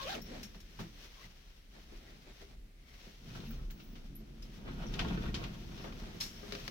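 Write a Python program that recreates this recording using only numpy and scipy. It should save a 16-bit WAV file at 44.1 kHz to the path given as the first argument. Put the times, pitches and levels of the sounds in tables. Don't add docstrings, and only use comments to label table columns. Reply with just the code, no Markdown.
import sys
import numpy as np
from scipy import signal
from scipy.fft import rfft, irfft
from scipy.io import wavfile
from scipy.ndimage import uniform_filter1d

SR = 44100
rng = np.random.default_rng(int(sys.argv[2]) if len(sys.argv) > 2 else 0)


def wrap_up_sound(samples):
    columns = np.atleast_2d(samples).T
    tamed = np.clip(columns, -1, 1)
    steps = np.round(tamed * 32767).astype(np.int16)
    wavfile.write(sys.argv[1], SR, steps)


N = 295470
TIME = np.arange(N) / SR
HIT_SAMPLES, PORT_LAG_SAMPLES = SR // 2, 21


def undb(db):
    return 10 ** (np.asarray(db) / 20)


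def unit(x):
    return x / np.sqrt(np.mean(x ** 2))


def even(x, seconds):
    return x / np.sqrt(uniform_filter1d(np.mean(x ** 2, axis=0), int(seconds * SR)) + 1e-12)


def peaked(x):
    return x / np.sqrt(uniform_filter1d(np.mean(x ** 2, axis=0), size=180).max())


def add(out, s, x):
    start = int(s * SR)
    out[:, start:start + x.shape[1]] += x[:, :N - start]


def curves(table):
    s, *columns = np.transpose(table)
    return [np.interp(TIME, s, column) for column in columns]


def swells(events):
    powers = (undb(db) ** 2 * np.exp(-4 * ((TIME - s) / length) ** 2) for s, length, db in events)
    return np.sqrt(sum(powers))


def fade(t60):
    return np.exp(-np.log(1000) * TIME[:HIT_SAMPLES] / max(t60, .005))


def walk(rate_hz):
    knots = rng.standard_normal(int(N / SR * rate_hz) + 2)
    return np.interp(TIME * rate_hz, np.arange(len(knots)), knots)


def waver(rate_hz):
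    return np.array([walk(rate_hz) + 1j * walk(rate_hz) for _ in range(2)])


def grains(rate_hz, spread_db):
    sizes = undb(spread_db * np.minimum(rng.exponential(size=(2, N)), 5))
    return unit(rng.standard_normal((2, N)) * sizes * (rng.random((2, N)) < rate_hz / SR))


def on_bins(points, size):
    hz, db = np.transpose(points)
    return np.interp(np.log(np.arange(size // 2 + 1) * SR / size + 1), np.log(hz), db)


def colour(x, points):
    size = 8192
    cepstrum = irfft(np.log(undb(on_bins(points, size))))
    cepstrum[1:size // 2] *= 2
    cepstrum[size // 2 + 1:] = 0
    impulse = irfft(np.exp(rfft(cepstrum)))
    return signal.fftconvolve(x, impulse[None], axes=1)[:, :x.shape[1]]


def band(x, hz, q):
    return signal.lfilter(*signal.iirpeak(min(hz, .45 * SR), max(q, 2.5 * hz / SR), fs=SR), x)


def resonate(x, modes):
    return sum(undb(db) * band(x, hz, hz / width_hz) for hz, width_hz, db in modes)


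# f/Hz, side over mid/dB
STEREO_WIDTH = [(35, -36), (70, -8), (160, -15.5), (260, -10), (420, -1), (600, -4), (1000, 0.5),
                (15000, 0)]
def ports(pair, slant=0.065):
    size = pair.shape[1]
    mid, side = rfft(pair)
    width = undb(on_bins(STEREO_WIDTH, size))
    left, right = (mid + np.array([[1], [-1]]) * width * side) / np.sqrt(1 + width ** 2)
    crossing = np.exp(-2j * np.pi * np.arange(len(left)) * PORT_LAG_SAMPLES / size)
    return irfft(np.array([left, (1 - slant) * right + slant * left * crossing]), size)


def ring(modes, scatter_db):
    hz, db, t60 = np.transpose(modes)[:, :, None]
    t = TIME[:HIT_SAMPLES]
    weights = undb(db + scatter_db * rng.standard_normal((2, len(modes), 1)))
    phases = 2 * np.pi * rng.random((2, len(modes), 1))
    waves = weights * np.sin(2 * np.pi * hz * t + phases) * np.exp(-np.log(1000) * t / t60)
    attack = 1 - fade(0.0042)
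    return ports(waves.sum(axis=1) * attack)


# f/Hz, level/dB
CRACK_EQ = [(200, 3.5), (700, -1.5), (1200, -2), (2500, -5), (4200, -6.5), (5800, -8), (8000, -21),
            (11000, -22.5), (15500, -18.5)]
def crack(t60, direct=4.0, tail_db=-23, tail_t60=0.36):
    burst = rng.standard_normal((2, HIT_SAMPLES)) * (fade(t60) + undb(tail_db) * fade(tail_t60))
    burst[0, 0] += direct
    burst[1, PORT_LAG_SAMPLES] += direct
    return colour(ports(burst), CRACK_EQ)


# f/Hz, width/Hz, level/dB
STEEL_MODES = [(696, 59, -10), (790, 22, -19), (926, 26, -13), (1083, 32, -16), (1351, 37, -10),
               (1538, 22, -9.5), (1860, 21, -9.5), (2500, 25, -9), (2687, 38, -5), (2970, 160, -7.5),
               (3220, 82, -7), (3485, 59, -8), (3730, 47, -6.5), (4170, 27, -4)]
def steel(x, ring_db):
    return x + undb(ring_db) * resonate(x, STEEL_MODES)


# f/Hz, level/dB
AIR_EQ = [(30, -17), (55, 0.5), (75, -2.5), (98, -15), (130, -7.5), (190, -11.5), (320, -18), (500, -22),
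          (900, -31.5), (2200, -25.5), (5600, -33.5), (7500, -37.5), (15500, -38.5)]
def ventilation(level_db=-63, drift_db=0.97):
    air = unit(colour(ports(rng.standard_normal((2, N))), AIR_EQ))
    return air * undb(level_db + drift_db * walk(2.34))


# f/Hz, level/dB
BOOM_EQ = [(18, -29), (25, -5.5), (32, 0.5), (41, -1), (50, -10), (65, -18), (100, -33.5), (200, -67.5)]
# middle t/s, length/s, level/dB
CAR_LURCHES = [(.4, 0.72, -54.5), (1.94, 0.065, -49), (2.58, 0.16, -51), (3.63, 0.2, -40.5),
               (4.05, 0.33, -49.5), (4.43, 0.082, -45), (4.87, 0.16, -43), (5.33, 0.11, -42),
               (6.03, 0.047, -45)]
def car_boom(rest_db=-57, door_coupling_db=-1.5):
    shaken = undb(DOOR_CRUISE_DB + effort_db() + door_coupling_db)
    strength = np.sqrt(undb(rest_db) ** 2 + shaken ** 2 + swells(CAR_LURCHES) ** 2)
    boom = colour(ports(rng.standard_normal((2, N))), BOOM_EQ)
    return even(boom, seconds=0.15) * strength


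# middle t/s, length/s, cloth level/dB, rumble level/dB
BODY_MOVES = [(0.127, 0.34, -62, -53.5), (0.367, 0.23, -57, -53), (0.546, 0.21, -68, -64),
              (0.804, 0.39, -61.5, -60), (1.07, 0.26, -55.5, -72), (1.248, 0.095, -56.5, -71),
              (1.452, 0.38, -64, -74), (1.877, 0.31, -62.5, -66), (2.165, 0.31, -64.5, -62),
              (2.403, 0.15, -59.5, -82), (2.59, 0.15, -74.5, -60.5), (3.036, 0.25, -58.5, -65),
              (3.398, 0.27, -55.5, -69), (3.95, 0.52, -64.5, -59), (4.62, 0.41, -61, -76),
              (5.11, 0.42, -54, -78), (5.792, 1, -57, -68), (6.638, 0.5, -52, -67)]
# f/Hz, level/dB
RUMBLE_EQ = [(32, -23), (62, -7.5), (97, -7.5), (135, -3.5), (172, -5.5), (215, -3.5), (285, -15.5),
             (328, -10.5), (419, -15.5), (452, -20), (487, -17.5), (520, -22), (680, -60), (1140, -120)]
def handling_rumble(gain_db=-2):
    movement = swells((s, length, db) for s, length, _, db in BODY_MOVES)
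    rumble = colour(ports(grains(2500, 2.6)), RUMBLE_EQ)
    return even(rumble, seconds=0.0226) * movement * undb(gain_db)


# middle t/s, length/s, level/dB
DULL_SCUFFS = [(.165, 0.04, -51), (.35, 0.1, -51), (1.767, 0.053, -56.5), (1.93, 0.082, -61.5),
               (2.093, 0.19, -61), (2.287, 0.057, -55.5), (2.42, 0.019, -54), (2.517, 0.066, -61.5),
               (2.8, 0.24, -72), (3.075, 0.032, -58), (6.08, 0.093, -53.5), (6.49, 0.083, -54)]
# f/Hz, level/dB
SCUFF_EQ = [(150, -2), (230, 12.5), (290, 4), (380, 10.5), (480, 1.5), (650, 4), (1000, -4), (1800, -3),
            (2200, -1), (2700, -6.5), (4000, -5), (7000, -16.5), (15000, -35)]
def scuffs():
    return unit(colour(ports(grains(4500, 1.0)), SCUFF_EQ)) * swells(DULL_SCUFFS)


# middle t/s, length/s, level/dB, f/Hz
THIN_SCRAPES = [(1.195, 0.052, -64.5, 1080), (1.235, 0.036, -61, 2010), (2.088, 0.032, -64, 1880),
                (2.924, 0.22, -70, 2160)]
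def scrapes(q=9):
    grit = ports(grains(4500, 1.5))
    return sum(unit(band(band(grit, hz, q), hz, q / 2)) * swells([(s, length, db)])
               for s, length, db, hz in THIN_SCRAPES)


# f/Hz, level/dB
CLOTH_EQ = [(150, -13.5), (400, -0.5), (900, -6), (2000, -2.5), (3400, -2.5), (4500, -4.5), (5800, -3.5),
            (7500, -18), (10000, -21.5), (14000, -16.5), (16000, -16)]
def rustle(gain_db=-0.75, flicker_db=2.05):
    movement = swells((s, length, db) for s, length, db, _ in BODY_MOVES)
    rub = steel(colour(ports(grains(14000, 0.99)), CLOTH_EQ), ring_db=-1)
    return unit(rub) * movement * undb(gain_db + flicker_db * walk(35))


# t/s, rib rate/Hz, level/dB, second partial over first/dB, hiss focus f/Hz, roughness/0-1
ARM_SWING = [(0, 533.3, -46.5, 20, 3278, 0.03), (.03, 542.7, -39.5, 3, 3990, 0),
             (.06, 537, -44, -14, 2900, .06), (.082, 640.5, -40, -3, 2900, .09),
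             (.108, 816.4, -42.5, 0, 3935, 0.06), (.135, 768.6, -44, 2, 3890, .12),
             (.152, 631, -40, -13.5, 2804, 0.13), (.168, 428.4, -44.5, -8, 2200, .35),
             (.195, 250.5, -45.5, -9, 1990, 0.36), (.245, 182.1, -60, -5, 2004, 0.17),
             (.305, 222.4, -47.5, -16, 2020, 0.07), (.36, 333.7, -52.5, 8, 2000, .3),
             (.39, 245.5, -52, -12, 1986, 0.07), (.47, 195.4, -53.5, -13, 2040, 0.12)]
def jacket_swish(tone_db=-1, hiss_db=-7.5, sing_db=-8, snag_db=2, flutter=0.44, patchy_db=3):
    rib_hz, db, second_db, focus_hz, roughness = curves(ARM_SWING)
    jitter = 1 + roughness * np.array([walk(500), walk(500)])
    phase = 2 * np.pi * np.cumsum(rib_hz * jitter, axis=1) / SR
    tone = 0
    for k, gain in enumerate([1, undb(second_db), undb(second_db - 12)], start=1):
        grip = undb(patchy_db * walk(69.4)) * (1 + flutter * waver(200 * k))
        tone = tone + gain * np.real(grip * np.exp(1j * k * phase))
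    sing = unit(ports(np.real(waver(1500) * np.exp(2j * np.pi * np.cumsum(focus_hz) / SR))))
    rub = unit(colour(ports(grains(9000, 0.86)), CLOTH_EQ))
    rib_pulse = 1 + 0.63 * np.cos(phase)
    speed_gain = undb(8 * np.log2(rib_hz / 553))
    hiss = (undb(hiss_db) * rub + undb(sing_db) * sing) * rib_pulse * speed_gain
    snags = roughness * undb(snag_db) * unit(colour(ports(grains(1500, 1.5)), SCUFF_EQ))
    swish = undb(tone_db) * even(ports(tone), seconds=0.046) + hiss + snags
    return undb(db) * swish * (TIME < ARM_SWING[-1][0])


# middle t/s, length/s, level/dB, f/Hz
TRINKET_SWINGS = [(.27, 0.089, -66.5, 5520), (.6, 0.44, -78, 5650), (3.496, 0.049, -68.5, 11800),
                  (3.517, 0.13, -71, 15800), (3.76, .1, -73, 15650), (3.87, 0.097, -67, 15500),
                  (5.795, 0.065, -66, 5500), (6.37, 0.13, -64, 5470)]
def tinkle(width_hz=230, flicker_db=3.5):
    brush = rng.standard_normal((2, N))
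    shimmer = 0
    for s, length, db, hz in TRINKET_SWINGS:
        q = hz / width_hz
        shimmer = shimmer + unit(band(band(brush, hz, q), hz, q / 2)) * swells([(s, length, db)])
    return shimmer * undb(flicker_db * walk(45))


# t/s, level/dB, focus f/Hz, Q of the focus
TRINKET_HITS = [(0.215, -50, 5470, 0.27), (.218, -53, 15650, 9), (0.431, -44.5, 5510, 0.48),
                (0.441, -55, 5500, 0.29), (0.602, -57, 11700, 0.8), (3.505, -51, 15500, 14),
                (3.708, -54, 15400, 12), (3.835, -64, 11800, 5), (4.153, -49.5, 11740, 18),
                (4.425, -53.5, 5140, 23), (4.866, -53.5, 5930, 8.9), (6.208, -44, 5420, 2.8)]
# f/Hz, width/Hz, level/dB
TRINKET_MODES = [(5490, 80, 10.5), (5480, 150, -5), (6220, 67, 1.5), (11910, 100, 2), (13750, 200, -15),
                 (15500, 180, -15)]
def jingles(gain_db=-3, ping_t60=0.051):
    out = np.zeros((2, N))
    for s, db, hz, q in TRINKET_HITS:
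        chatter = rng.standard_normal((2, HIT_SAMPLES)) * (fade(0.12) + undb(-17) * fade(0.097))
        cloud = peaked(band(band(resonate(chatter, TRINKET_MODES), hz, q), hz, q))
        ping = peaked(ring([(hz, 0, ping_t60), (hz * 0.93, -9, ping_t60)], scatter_db=1.8))
        add(out, s, undb(db + gain_db) * (cloud + q / (q + 2) * ping))
    return out


# t/s, level/dB, t60/s
BUNCH_SHAKES = [(.217, -60, .07), (0.431, -45.5, 0.14), (.603, -57, 0.096), (3.706, -52.5, 0.12),
                (4.422, -58, 0.13), (6.203, -41, 0.054), (6.21, -40, 0.33)]
# f/Hz, level/dB
SPLASH_EQ = [(500, -18), (1500, -4), (2500, 0), (4200, 3), (5300, -2), (6900, 8.5), (8500, 4.5),
             (13500, 8.5), (16000, -2)]
def chinks(gain_db=-1):
    out = np.zeros((2, N))
    for s, db, t60 in BUNCH_SHAKES:
        add(out, s, undb(db + gain_db) * peaked(colour(crack(t60), SPLASH_EQ)))
    return out


# f/Hz, level/dB, t60/s
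CLINK_MODES = [(2520, -16, .17), (3320, -2.5, 0.098), (3900, -2, .1), (4250, -1, 0.17), (4400, -1, .1),
               (5260, 6.5, .12), (5380, 2, 0.15), (5660, -13, .16), (6450, -6, 0.11), (6880, -17, .14)]
def clink(at_s=6.207, level_db=-34.5, halo_db=-7):
    out = np.zeros((2, N))
    halo = band(rng.standard_normal((2, HIT_SAMPLES)) * fade(0.31), hz=5400, q=16)
    strike = ring(CLINK_MODES, scatter_db=0.89)
    add(out, at_s, undb(level_db) * (peaked(strike) + undb(halo_db) * peaked(halo)))
    return out


# t/s, thud level/dB, crack level/dB, contact f/Hz
WALL_KNOCKS = [(0.552, -49, -56, 216), (0.793, -40, -46, 170), (0.801, -39, -46, 149),
               (1.244, -52.5, -72, 166), (1.92, -49.5, -62, 298), (2.423, -53, -64, 382),
               (3.069, -49, -68, 220), (3.273, -45.5, -74, 160.7), (3.352, -44, -52, 175),
               (4.205, -52, -63, 217), (6.144, -42.5, -55, 215)]
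# f/Hz, level/dB, t60/s
WALL_MODES = [(115, -4, 0.34), (172.8, -4, 0.24), (210, -5, 0.158), (288.5, -16.5, 0.94),
              (337.5, -9.5, 0.4), (398.4, -1, 0.19), (493, -0.5, 0.1), (660, 1, 0.13), (920, -20, 0.11),
              (1210, -22, 0.071)]
def knocks(thud_gain_db=-2, crack_gain_db=-1):
    out = np.zeros((2, N))
    for s, thud_db, crack_db, hz in WALL_KNOCKS:
        thud = band(ring(WALL_MODES, scatter_db=1.8), hz, q=2.54)
        add(out, s, undb(thud_db + thud_gain_db) * peaked(thud))
        add(out, s, undb(crack_db + crack_gain_db) * peaked(crack(t60=0.22)))
    return out


# middle t/s, length/s, level/dB, f/Hz
PANEL_FLEXES = [(0.809, .028, -46, 122.3), (0.84, 0.054, -49.5, 170.6), (0.862, .04, -58, 336.6),
                (3.964, .07, -57, 226.5), (4.217, 0.081, -53.5, 219), (5.03, 0.065, -40, 167.6),
                (5.09, 0.045, -41.5, 66.2), (5.155, 0.075, -41, 177), (5.292, 0.073, -41.5, 62),
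                (5.69, 0.056, -48, 67)]
def panel_drumming(wander=0.01995):
    out = 0
    for s, length, db, hz in PANEL_FLEXES:
        cycles = np.cumsum(hz * (1 + wander * walk(30))) / SR + rng.random()
        out = out + np.sqrt(2) * np.sin(2 * np.pi * cycles) * swells([(s, length, db)])
    return out


# t/s, slap level/dB, thump level/dB, slap t60/s
FOOT_CONTACTS = [(5.843, -55, -47.5, 0.035), (6.43, -65, -48, 0.18), (6.523, -34.5, -42.5, 0.14),
                 (6.551, -37.5, -44, 0.065), (6.679, -33, -50, 0.037)]
# f/Hz, level/dB
SOLE_EQ = [(300, -8), (600, -5), (900, -2), (1300, 2.5), (4500, 8.5), (7000, 1), (14000, -1)]
# f/Hz, level/dB, t60/s
SILL_MODES = [(293, -4, 0.23), (408, 3.5, 0.29), (517, -1.5, 0.21), (565, -7.5, 0.3), (673, -5, 0.15),
              (1220, -7, 0.18), (1580, -9, 0.11)]
def footsteps(slap_gain_db=-1):
    out = np.zeros((2, N))
    for s, slap_db, thump_db, t60 in FOOT_CONTACTS:
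        slap = colour(crack(t60, direct=14.4), SOLE_EQ)
        add(out, s, undb(slap_db + slap_gain_db) * peaked(slap))
        add(out, s, undb(thump_db) * peaked(ring(SILL_MODES, scatter_db=1.9)))
    return out


DOOR_CRUISE_DB = -50
# t/s, rumble level/dB
DOOR_EFFORT = [(3.2, -64), (3.28, -55), (3.41, -52), (3.8, -58), (4.2, -60), (4.5, -55.5), (4.72, -46.5),
               (4.97, -43), (5.0, -41.5), (5.16, -41), (5.42, -43.5), (5.6, -50), (5.95, -49.5),
               (6.35, -57), (6.7, -51)]
def effort_db():
    db, = curves(DOOR_EFFORT)
    return np.where(TIME < DOOR_EFFORT[0][0], -200, db - DOOR_CRUISE_DB)


# f/Hz, level/dB
MOTOR_TONES = [(136, 2), (226, -1.5), (272, -3.5), (325, -9.5)]
def door_motor(hum_db=-56, load_slope=0.35, brake_s=5.9, brake_length_s=0.24, creep_speed=0.72):
    speed = np.interp(TIME, [brake_s, brake_s + brake_length_s], [1, creep_speed])
    motor_time = np.cumsum(speed * (1 + 0.01245 * walk(15))) / SR
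    hum = 0
    for hz, db in MOTOR_TONES:
        flicker_db = 7.2 * np.array([walk(16), walk(24)])
        phase = 2 * np.pi * (hz * motor_time + rng.random((2, 1)))
        hum = hum + undb(db + flicker_db) * np.sin(phase)
    load = uniform_filter1d(undb(hum_db + load_slope * effort_db()), size=4000)
    return unit(ports(hum)) * load


# t/s, level/dB, focus f/Hz
HANGER_HITS = [(3.301, -56, 2500), (3.35, -52, 1400), (3.372, -55, 1450), (3.403, -56, 3800),
               (3.463, -56, 2960), (3.508, -57.5, 1450), (3.592, -63, 1300), (4.995, -43, 1710),
               (5.02, -44.5, 800), (5.048, -42, 1050), (5.085, -48, 3300), (5.108, -46, 850),
               (5.174, -45, 1590), (5.222, -53.5, 3500), (5.257, -46.5, 1490), (5.285, -49, 1900)]
def hangers(gain_db=-1, ring_t60=0.088, tick_db=-3, detune=0.033):
    out = np.zeros((2, N))
    for s, db, hz in HANGER_HITS:
        modes = [(mode_hz * (1 + detune * rng.standard_normal()), mode_db, ring_t60)
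                 for mode_hz, _, mode_db in STEEL_MODES]
        clang = peaked(band(ring(modes, scatter_db=1.9), hz, q=5.2))
        tick = peaked(band(crack(t60=0.044), hz, q=0.84))
        add(out, s, undb(db + gain_db) * (clang + undb(tick_db) * tick))
    return out


# t/s, level/dB, centre f/Hz, t60/s
STEEL_CLACKS = [(.547, -50, 2190, 0.033), (0.79, -44, 1150, 0.17), (3.702, -52.5, 1900, 0.085),
                (3.8, -53, 3200, 0.16), (3.955, -54, 2680, 0.13), (4.428, -56.5, 3960, 0.12),
                (4.939, -39, 3350, 0.12), (4.992, -30, 2700, 0.15), (5.343, -35, 4000, 0.15),
                (5.439, -39.5, 2700, 0.088), (5.778, -49, 3070, 0.2), (5.843, -42.5, 1013, 0.13),
                (5.868, -48.5, 1010, 0.3), (5.924, -47, 1960, 0.051), (6.035, -49.5, 885, 0.055),
                (6.209, -54, 3500, 0.08)]
def clacks(gain_db=-4):
    out = np.zeros((2, N))
    for s, db, hz, t60 in STEEL_CLACKS:
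        add(out, s, undb(db + gain_db) * peaked(band(crack(t60), hz, q=1)))
    return steel(out, ring_db=5)


# t/s, level/dB, focus f/Hz
TRACK_JOINTS = [(3.385, -41, 169), (3.43, -49, 200), (3.489, -45.5, 90), (3.524, -44.5, 150),
                (3.61, -46.5, 80), (3.69, -52, 140), (3.93, -50.5, 220), (4.085, -50, 150), (4.72, -49, 85),
                (4.85, -45, 90), (5.003, -37, 250), (5.058, -37, 353), (5.11, -37, 260), (5.175, -37, 400),
                (5.268, -37.5, 215)]
# f/Hz, level/dB, t60/s
LEAF_MODES = [(65, -0.5, 0.23), (87, -2.5, 0.17), (135.4, -1.5, 0.39), (175, -1, 0.26), (220.2, 2, 0.14),
              (271, -8, 0.27), (327.7, -6.5, 0.26), (377, -10, 0.18), (430, -6, 0.15)]
def roller_bumps(gain_db=-1):
    out = np.zeros((2, N))
    for s, db, hz in TRACK_JOINTS:
        thud = band(ring(LEAF_MODES, scatter_db=2), hz, q=1.12)
        add(out, s, undb(db + gain_db) * peaked(thud))
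    return out


# f/Hz, level/dB
GROWL_EQ = [(200, -22.5), (350, 2.5), (480, -1), (680, -3), (850, -10), (1200, -9.5), (2500, -28),
            (6000, -44)]
# f/Hz, level/dB
RATTLE_EQ = [(400, -18.5), (800, 7), (1100, 5), (1400, 6), (2200, 0.5), (3600, -3.5), (6000, -17),
             (9000, -29.5)]
def door_roll(growl_db=-63, rattle_db=-64, rattle_slope=1.4, flutter_db=3.5, panel_db=-4):
    effort = effort_db()
    rolling = colour(ports(grains(2500, 2.1)), RUMBLE_EQ)
    panel_tone = undb(panel_db) * band(rolling, hz=169, q=26)
    rumble = even(rolling + panel_tone, seconds=0.078)
    growl = even(colour(ports(grains(700, 1.6)), GROWL_EQ), seconds=0.03)
    sheet = rng.standard_normal((2, HIT_SAMPLES)) * fade(0.22)
    sheet[:, 0] += 18
    ringing_grit = signal.fftconvolve(grains(700, 0.73), sheet, axes=1)[:, :N]
    rattle = even(colour(ports(ringing_grit), RATTLE_EQ), seconds=0.039)
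    rough = growl * undb(growl_db + effort) + rattle * undb(rattle_db + rattle_slope * effort)
    flutter = undb(flutter_db * walk(25))
    return rumble * undb(DOOR_CRUISE_DB + effort) + steel(rough * flutter, ring_db=3)


def scene(near_pan_db=1.5, swish_pan_db=0.45, doorway_pan_db=1.1):
    lean = np.array([[1], [-1]])
    near = (rustle() + scrapes() + jingles() + chinks() + tinkle() + clink()) * undb(near_pan_db * lean)
    jacket = jacket_swish() * undb(swish_pan_db * lean)
    doorway = (clacks() + hangers() + footsteps()) * undb(doorway_pan_db * lean)
    bed = car_boom() + ventilation() + handling_rumble() + scuffs()
    doors = door_roll() + roller_bumps() + panel_drumming() + door_motor()
    return bed + near + jacket + knocks() + doorway + doors


def record(dry, top_hz=15900):
    return signal.sosfilt(signal.ellip(10, .2, 70, top_hz, fs=SR, output="sos"), dry)


dry = scene()
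out = record(dry)
wrap_up_sound(out)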